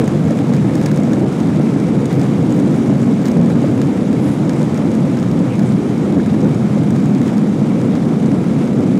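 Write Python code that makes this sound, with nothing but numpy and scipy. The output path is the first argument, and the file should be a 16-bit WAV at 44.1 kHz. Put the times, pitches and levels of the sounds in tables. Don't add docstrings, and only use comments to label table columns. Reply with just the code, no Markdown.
import sys
import numpy as np
from scipy import signal
from scipy.fft import rfft, irfft
from scipy.io import wavfile
from scipy.ndimage import uniform_filter1d

SR = 44100
rng = np.random.default_rng(int(sys.argv[2]) if len(sys.argv) > 2 else 0)


def makeup_ratio(level_db):
    decades = np.asarray(level_db, float) / 20
    return 10 ** decades


def waveform_to_disk(signal):
    frames = np.transpose(np.atleast_2d(signal))
    scaled = np.clip(frames, -1, 1) * 32767
    samples = np.round(scaled).astype(np.int16)
    wavfile.write(sys.argv[1], SR, samples)


N = 396459

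# time in seconds, rise in dB.
JOLTS = [(.0, 27), (.22, -12), (.55, 5), (.75, 4), (.87, 13), (.93, -1), (1.4, 6), (1.52, -2), (2.13, 10),
         (2.23, 15), (2.56, 4), (2.75, 9.5), (3.03, 7), (3.27, 13), (3.52, 8), (3.82, 3), (4.3, 3),
         (4.62, 2), (4.78, 11), (5.01, 2), (5.2, -8), (5.56, -3), (6.4, 0), (7.08, 3), (7.28, 16),
         (7.96, 11), (8.34, 8), (8.64, 8), (8.84, 8)]
JOLT_S = 0.025


def evened(x):
    return x / np.sqrt(np.mean(x ** 2) + 1e-20)


def smooth_twice(x, size):
    return uniform_filter1d(uniform_filter1d(x, size=size), size=size)


def curve(rows):
    s, db = np.transpose(rows)
    return np.interp(np.arange(N) / SR, s, db)


def swell(rows, width_s, late_s=0):
    t = np.arange(0, N + 64, 64) / SR
    s, db = np.transpose(rows)
    bells = db @ np.exp(-((t - s[:, None] - late_s) / width_s) ** 2)
    return np.interp(np.arange(N) / SR, t, bells)


def resonate(x, hz, width):
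    r = np.exp(-np.pi * width / SR)
    return 2 * signal.lfilter([1 - r], [1, -r * np.exp(2j * np.pi * hz / SR)], x).real


def swings(rows, t60, rise_s):
    t, out = np.arange(2400) / SR, np.zeros(N + 2400)
    for s, db, hz in rows:
        envelope = makeup_ratio(db - 60 * t / t60) * (1 - np.exp(-t / rise_s))
        start = round(s * SR)
        out[start:start + len(t)] += envelope * np.sin(2 * np.pi * hz * t)
    return out[:N]


def swishes(rows, width):
    t, noise, out = np.arange(N) / SR, rng.standard_normal(N), 0
    for s, length, db, hz in rows:
        swish = evened(resonate(resonate(noise, hz, width), hz, width))
        out = out + makeup_ratio(db) * np.exp(-(2 * (t - s) / length) ** 2) * swish
    return out


def turbulence(points, size, patchy_db, flicker_db):
    hop = size // 4
    hz = np.fft.rfftfreq(size, 1 / SR)
    a, b, patches = rng.standard_normal((3, len(hz), N // hop + 8))
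    patches = uniform_filter1d(patches, size=8, axis=0)
    patches = evened(uniform_filter1d(patches, size=10, axis=1))
    flicker = evened(uniform_filter1d(rng.standard_normal(a.shape[1]), size=3))
    f, db = np.transpose(points)
    colour_db = np.interp(np.log(hz + 1), np.log(f + 1), db, right=-150)[:, None]
    z = (a + 1j * b) * makeup_ratio(colour_db + patchy_db * patches + flicker_db * flicker)
    return evened(signal.istft(z, nperseg=size, noverlap=size - hop)[1][size:N + size])


def whine(waver_hz=2.):
    # pitch in Hz, level in dB.
    overtones = [(11946, -79.5), (12743, -75), (13540, -85), (15030, -91), (15133, -90)]
    waver = evened(uniform_filter1d(rng.standard_normal(N), size=6000)) * waver_hz / 12000
    t = np.cumsum(1 + waver) / SR
    tones = 0
    for hz, db in overtones:
        tones = tones + np.sqrt(2) * makeup_ratio(db) * np.sin(2 * np.pi * (hz * t + rng.random()))
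    return tones


def vent(hz=2250, width=550, level_db=-50, swell_db=1.5):
    noise, drift = rng.standard_normal((2, N))
    drift = evened(smooth_twice(drift, 4000))
    breath = evened(resonate(resonate(noise, hz, width), hz, width))
    return makeup_ratio(level_db + swell_db * drift) * breath


def air(start_db=-31.5, sag_db_per_s=-0.1843, per_jolt=0.14):
    # pitch in Hz, level in dB per Hz.
    hiss = [(410, -21.5), (700, 0), (1130, -8), (1310, -7), (1430, -11), (1880, -14), (2220, -13.5),
            (2500, -19), (3030, -19.5), (3880, -20.5), (4250, -23.5), (7630, -26.5), (10400, -33),
            (13200, -40), (15600, -53)]
    level_db = start_db + sag_db_per_s * np.arange(N) / SR + per_jolt * swell(JOLTS, JOLT_S)
    return makeup_ratio(level_db) * turbulence(hiss, size=512, patchy_db=0.7, flicker_db=0.79)


def cloth():
    # centre in seconds, length in seconds, level in dB, pitch in Hz.
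    brushes = [(4.275, 0.15, -50, 9900), (4.6, 0.12, -48, 8000), (5.68, 0.072, -46, 8160),
               (6.9, .03, -62, 12500), (4.26, .14, -62, 11500), (4.35, .12, -59, 9000),
               (4.95, .1, -60, 10000)]
    # centre in seconds, length in seconds, level in dB, pitch in Hz.
    rustles = [(3.275, .07, -44, 2700), (3.27, .06, -52, 13000), (2.17, .12, -60, 13500),
               (2.56, .1, -60, 13500), (.78, .08, -60, 13500), (3.82, .04, -60, 13500)]
    return swishes(brushes + rustles, width=3000)


def latch():
    # centre in seconds, length in seconds, level in dB, pitch in Hz.
    scuffs = [(5.508, .012, -38, 2400), (5.524, .012, -39, 2500), (5.535, 0.018, -40, 2400),
              (5.548, .012, -40, 2300), (6.2, .012, -34, 1600), (0.7, .012, -36, 1700),
              (.8595, .004, -31, 5400), (7.72, .04, -42, 2130)]
    # start in seconds, peak in dB, pitch in Hz.
    pings = [
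        (.863, -28, 1720),
        (5.595, -31, 1550),
    ]
    return swishes(scuffs, width=540) + swings(pings, t60=0.057, rise_s=.0003)


def panel(taps, dull=1, bright=1):
    # pitch in Hz, width in Hz, level in dB.
    modes = [(1660, 210, 7), (2120, 410, -10), (3570, 630, -12), (5650, 1100, 0), (6700, 340, 7),
             (7430, 1600, 3.5), (9400, 3200, -26), (11900, 470, -20), (13400, 900, -25), (15300, 900, -24)]

    def ring(x, rows):
        return sum(makeup_ratio(db) * resonate(x, hz, width) for hz, width, db in rows)

    low, mid, high = ring(taps * dull, modes[:3]), ring(taps, modes[3:7]), ring(taps * bright, modes[7:])
    return low - mid + high


def buzz(per_s=260, spread_db=3.5, t60=0.0071):
    start_db, sag_db_per_s, per_jolt = -53.5, -.5, .2
    size = makeup_ratio(spread_db * np.minimum(rng.exponential(1, N), 2.6))
    size = size * (rng.random(N) < per_s / SR)
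    fade = makeup_ratio(-60 * np.arange(2000) / SR / t60)
    chatter = signal.oaconvolve(size, fade)[:N] * rng.standard_normal(N)
    shake_db = start_db + sag_db_per_s * np.arange(N) / SR + per_jolt * swell(JOLTS, JOLT_S)
    return makeup_ratio(shake_db) * evened(panel(chatter))


def knocks(t60=0.0105, bounce_s=0.0036, bounce_db=-11):
    # start in seconds, peak in dB, dull part in dB.
    clear = [(0.0418, -25, -4), (0.0777, -21, -6), (0.1476, -33, -4), (0.17, -34, -6), (0.2414, -32, -6),
             (0.2798, -34, -4), (0.3077, -26, -6), (0.3716, -30, -4), (0.3885, -27, 1), (0.4614, -39, -4),
             (0.5252, -35, -4), (0.5367, -27, -4), (0.5462, -25, -4), (0.5656, -27.5, 0), (0.618, -33, -4),
             (0.6365, -33, -4), (0.6804, -38, -4), (0.7158, -35, -4), (0.7357, -32, -4), (0.7537, -22, -4),
             (0.8126, -28, -4), (0.8135, -25, -1), (0.858, -19, 0), (0.8849, -31, -4), (0.9147, -24, -2),
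             (0.9443, -31, -8), (0.9607, -27, -12), (0.9737, -24.5, -5), (0.9986, -32, -4),
             (1.034, -28, -2), (1.0515, -30, -8), (1.0954, -34, -4), (1.1194, -31, -4),
             (1.1326, -23.5, -1.5), (1.1777, -34, -2), (1.2825, -32, -4), (1.3249, -27, -4),
             (1.4022, -29, -6), (1.4701, -32, -12), (1.719, -35, -8), (1.7739, -36, -4), (1.9919, -35, -4),
             (1.9918, -36, -4), (2.0562, -24, -5), (2.1081, -32, -4), (2.1273, -24.5, -7),
              (2.1949, -28, -4), (2.2146, -25.5, -4), (2.382, -33, -4), (2.4698, -35, -6),
              (2.5042, -29, -6), (2.5235, -26, -10), (2.5406, -31, -4), (2.579, -32, -11), (2.599, -26, -4),
              (2.7302, -31, -4), (2.7501, -28, -6), (2.785, -32, -4), (2.8599, -35, -4), (2.9018, -32, -4),
              (3.017, -29, -8), (3.028, -27, -4), (3.2146, -34, -4), (3.2315, -30, -6), (3.2555, -23.5, -6),
              (3.2642, -26, -6), (3.283, -23, -6), (3.3158, -26, -4), (3.3543, -30, -4), (3.37, -28, -4),
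              (3.4431, -36, -4), (3.4605, -28.5, -7), (3.5007, -27, -4), (3.5363, -32, -10),
              (3.6172, -31, -4), (3.7119, -35, -4), (3.777, -28, -2), (3.816, -23.5, -1.5),
              (3.8716, -31, -4), (3.9743, -33, -4),
             (4.0258, -32, -4), (4.129, -28, 1), (4.2428, -30, -8), (4.2777, -29, -4), (4.3341, -32, -4),
             (4.4937, -28, -4), (4.494, -23, -4), (4.5331, -29, -4), (4.6184, -30, -4), (4.6294, -26, -4),
             (4.6858, -37, -4), (4.7437, -29, -4), (4.7586, -33, -4), (4.7751, -27.5, -4),
             (4.8634, -35, -4), (4.9162, -29, -4), (4.9507, -28, -4), (5.0978, -34, -2), (5.1338, -35, -4),
             (5.1712, -29, 0), (5.1886, -29, -2), (5.1976, -29, -4), (5.228, -29, 0), (5.2854, -31, -4),
             (5.3143, -28, -4), (5.391, -26.5, -14), (5.5373, -34, -4), (5.5548, -30, -4),
             (5.5938, -25, -4), (5.6311, -32, -4), (5.7219, -28.5, -2), (5.7793, -36, -4),
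             (5.8661, -35, -4), (5.9788, -30, -2),
             (6.0492, -37, -4), (6.1245, -31, -1), (6.1465, -33, -4), (6.1774, -32, -4), (6.261, -26, -6),
            (6.3445, -30, -4), (6.4059, -32, -4), (6.4139, -30, -4), (6.4428, -29, -4), (6.5102, -33, -4),
            (6.5456, -28.5, -4), (6.8339, -31, -8), (6.8878, -35, -4), (6.9056, -26, -7), (6.9621, -28, -4),
            (7.0006, -35, -4), (7.0395, -32, -4), (7.0574, -26, -9), (7.0904, -31, -4), (7.1153, -31, -4),
            (7.1487, -29.5, -4), (7.1826, -31, -4), (7.2156, -25, -4), (7.2625, -34, -4), (7.2779, -26, -4),
            (7.3388, -35, -4), (7.3712, -29, -4), (7.3802, -27, -4), (7.472, -34, -4), (7.4959, -34, -4),
            (7.8147, -29, -4), (7.8511, -36, -4), (7.9534, -29, -2), (8.0537, -31.5, -4), (8.1998, -34, -4),
            (8.2253, -32, 1), (8.2597, -27.5, -4), (8.316, -29, -4), (8.3455, -30, -4), (8.4163, -35, -4),
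            (8.4428, -32, -4), (8.4842, -34, -4), (8.5331, -32, -6), (8.6004, -36, -4), (8.6413, -30, -4),
            (8.6753, -31, -4), (8.806, -31, -4), (8.8379, -30, -4), (8.8723, -32, -4), (8.9746, -31, 2)]
    close_hits = [(0.0788, -22, 0), (.8592, -23.5, 0), (0.8622, -22, 2)]
    more_knocks = [(1.8, -29, -6), (2.2315, -29, -6), (2.5895, -29, -6), (3, -31, -6), (3.2735, -30, -8),
                   (3.307, -32, -1), (5.591, -28, -8), (5.579, -35, -2), (.8285, -29, -4), (.839, -30, -2.5),
                   (0.06, -31, -6)]
    rows = clear
    following = rows[1:] + [(99,)]
    rows = [row for row, then in zip(rows, following) if then[0] - row[0] > .003]
    rows = rows + close_hits + more_knocks

    t = np.arange(1500) / SR
    blow = makeup_ratio(-60 * t / t60) * np.minimum(t / 0.00056, 1)
    blow = blow + makeup_ratio(bounce_db) * np.interp(t - bounce_s, t, blow, left=0)
    stick_slip = rng.choice([-1., 1.], (len(rows), len(t)))
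    snap = np.arange(len(t)) == round(.0006 * SR)
    grit = .6 * stick_slip + makeup_ratio(8.5) * snap

    taps, dull, bright = np.zeros(N + len(t)), np.ones(N + len(t)), np.ones(N + len(t))
    for (s, db, dull_db), g in zip(rows, grit):
        at = slice(round(s * SR), round(s * SR) + len(t))
        taps[at] += makeup_ratio(1.3 * (db + 24.0) - 19.5) * blow * g
        dull[at] = makeup_ratio(dull_db + 12.5)
        bright[at] = makeup_ratio(-7)
    crack = makeup_ratio(1) * resonate(taps * bright, hz=8500, width=9000)
    return (panel(taps, dull, bright) + crack)[:N]


def bumps():
    # start in seconds, peak in dB, pitch in Hz.
    floor = [(0.306, -4, 574), (0.493, -33, 678), (0.849, -4, 470), (1.075, -14, 640), (1.171, -1, 520),
             (1.25, -19, 466), (1.596, -3.5, 560), (1.618, -16, 506), (1.661, -19, 490), (1.88, -20, 463),
             (1.949, -9, 516), (2.896, -2.5, 633), (2.944, -12, 540), (3.021, -7, 555), (3.076, -25, 471),
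             (3.107, -29, 606), (3.365, 1.5, 516), (3.641, 1.5, 547), (3.693, -6, 630), (3.721, -13, 589),
             (4.149, -30, 473), (5.064, -13, 535), (5.458, -10, 527), (6.446, -26, 452), (6.771, -0.5, 520),
             (6.813, -11, 450), (7.085, -12, 515), (7.612, -7, 514), (7.785, -5, 510), (8.638, -6, 500)]
    thuds = [(s, db, 0.442 * hz) for s, db, hz in floor]
    return makeup_ratio(-4) * (swings(floor, t60=0.032, rise_s=.002) + swings(thuds, t60=.06, rise_s=.002))


def roar(steadiness=0.089):
    # time in seconds, roar level in dB.
    thrust = [(0, -5), (.1, -16), (.2, -11.5), (3.5, -12), (5, -12.5), (8.99, -12.5)]
    # pitch in Hz, level in dB per Hz.
    exhaust = [(12, 3.5), (25, 2), (55, -5.5), (90, -6.5), (130, -2), (210, -1.5), (290, -4.5), (390, -11),
               (500, -12.5), (590, -19), (1200, -46), (1560, -67), (2640, -120)]
    # pitch in Hz, width in Hz, level in dB.
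    modes = [(209.2, 23, -12), (147, 59, -12.5), (265, 12, -23.5), (236.4, 8.8, -21), (287.7, 50, -20.5)]
    # time in seconds, rise in dB.
    gusts = [(0, 3), (.15, 9.5), (1.25, 9.5), (2.2, 5), (2.6, 4), (3.38, 6.5), (4.63, 5), (5.66, 3.5),
             (6.19, 7), (6.46, 10.5), (6.96, 1), (7.68, 4.5), (8.34, 4), (8.81, 5)]
    wall = turbulence(exhaust, size=4096, patchy_db=-1.1, flicker_db=0.4)
    boom = sum(makeup_ratio(db) * evened(resonate(wall, hz, width)) for hz, width, db in modes)
    surge = smooth_twice(boom ** 2, 2000)
    steadied = evened((wall + boom) / surge ** (steadiness / 4))
    gust_s, lull_s, lull_share = 0.029, 0.013, 0.57
    gusts_db = swell(gusts, gust_s) - lull_share * swell(gusts, gust_s, late_s=lull_s)
    return makeup_ratio(curve(thrust) + gusts_db + 1.5) * steadied


def scene():
    background = vent() + air() + cloth() + latch()
    return (background + buzz() + knocks() + bumps() + roar())[None]


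def round_off(x, ceiling, knee):
    return x / (1 + abs(x / ceiling) ** knee) ** (1 / knee)


def port(x):
    # pitch in Hz, width in Hz, depth in dB.
    dips = [(12500, 900, -3.5), (14250, 500, -1.5), (11400, 300, -2), (15250, 200, -1), (4250, 300, -2)]
    hz = np.fft.rfftfreq(N, 1 / SR)
    dips_db = sum(db * np.exp(-((hz - f) / width * 2) ** 2) for f, width, db in dips)
    return irfft(rfft(x) * makeup_ratio(dips_db) * (hz < 15850), N)


def thin_out(x):
    # pitch in Hz, level in dB over its surroundings.
    spared = [(7000, -8), (10500, -4), (12000, -1.2), (14000, -.8), (15800, -.3)]
    hz, _, z = signal.stft(x, SR, nperseg=2048)
    patch = uniform_filter1d(uniform_filter1d(abs(z) ** 2, size=7, axis=1), size=2, axis=2)
    usual = uniform_filter1d(np.median(patch, axis=2, keepdims=True), size=50, axis=1)
    nearby = uniform_filter1d(patch, size=50, axis=1)
    f, db = np.transpose(spared)
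    least = makeup_ratio(2 * np.interp(hz, f, db, left=-99))[:, None]
    kept = patch > usual ** .25 * nearby ** .75 * least
    return signal.istft(z * kept, SR, nperseg=2048)[1][:, :N]


def starve(x):
    # start in seconds, end in seconds, lowest lost pitch in Hz.
    starved = [(.061, .068, 6800), (.068, .073, 13000), (.092, .099, 14500), (.293, .303, 11500),
               (.846, .851, 12800), (.851, .855, 10000), (.866, .870, 11000), (.874, .880, 12300),
               (1.122, 1.128, 11500), (1.139, 1.146, 10500)]
    hz, t, z = signal.stft(x, SR, nperseg=128)
    lost = sum((t > start) * (t < end) * (hz > low_hz)[:, None] for start, end, low_hz in starved)
    return signal.istft(z * (lost == 0), SR, nperseg=128)[1][:, :N]


def low_pass(x):
    return signal.sosfilt(signal.butter(12, 15720, fs=SR, output="sos"), x)


def record(dry, cut_hz=112):
    clipped = round_off(dry, ceiling=.6, knee=8)
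    cut = signal.sosfilt(signal.butter(4, cut_hz, "high", fs=SR, output="sos"), clipped)
    wired = round_off(port(cut) + whine(), ceiling=.712, knee=14)
    return low_pass(starve(thin_out(wired)))


dry = scene()
out = record(dry)
waveform_to_disk(out)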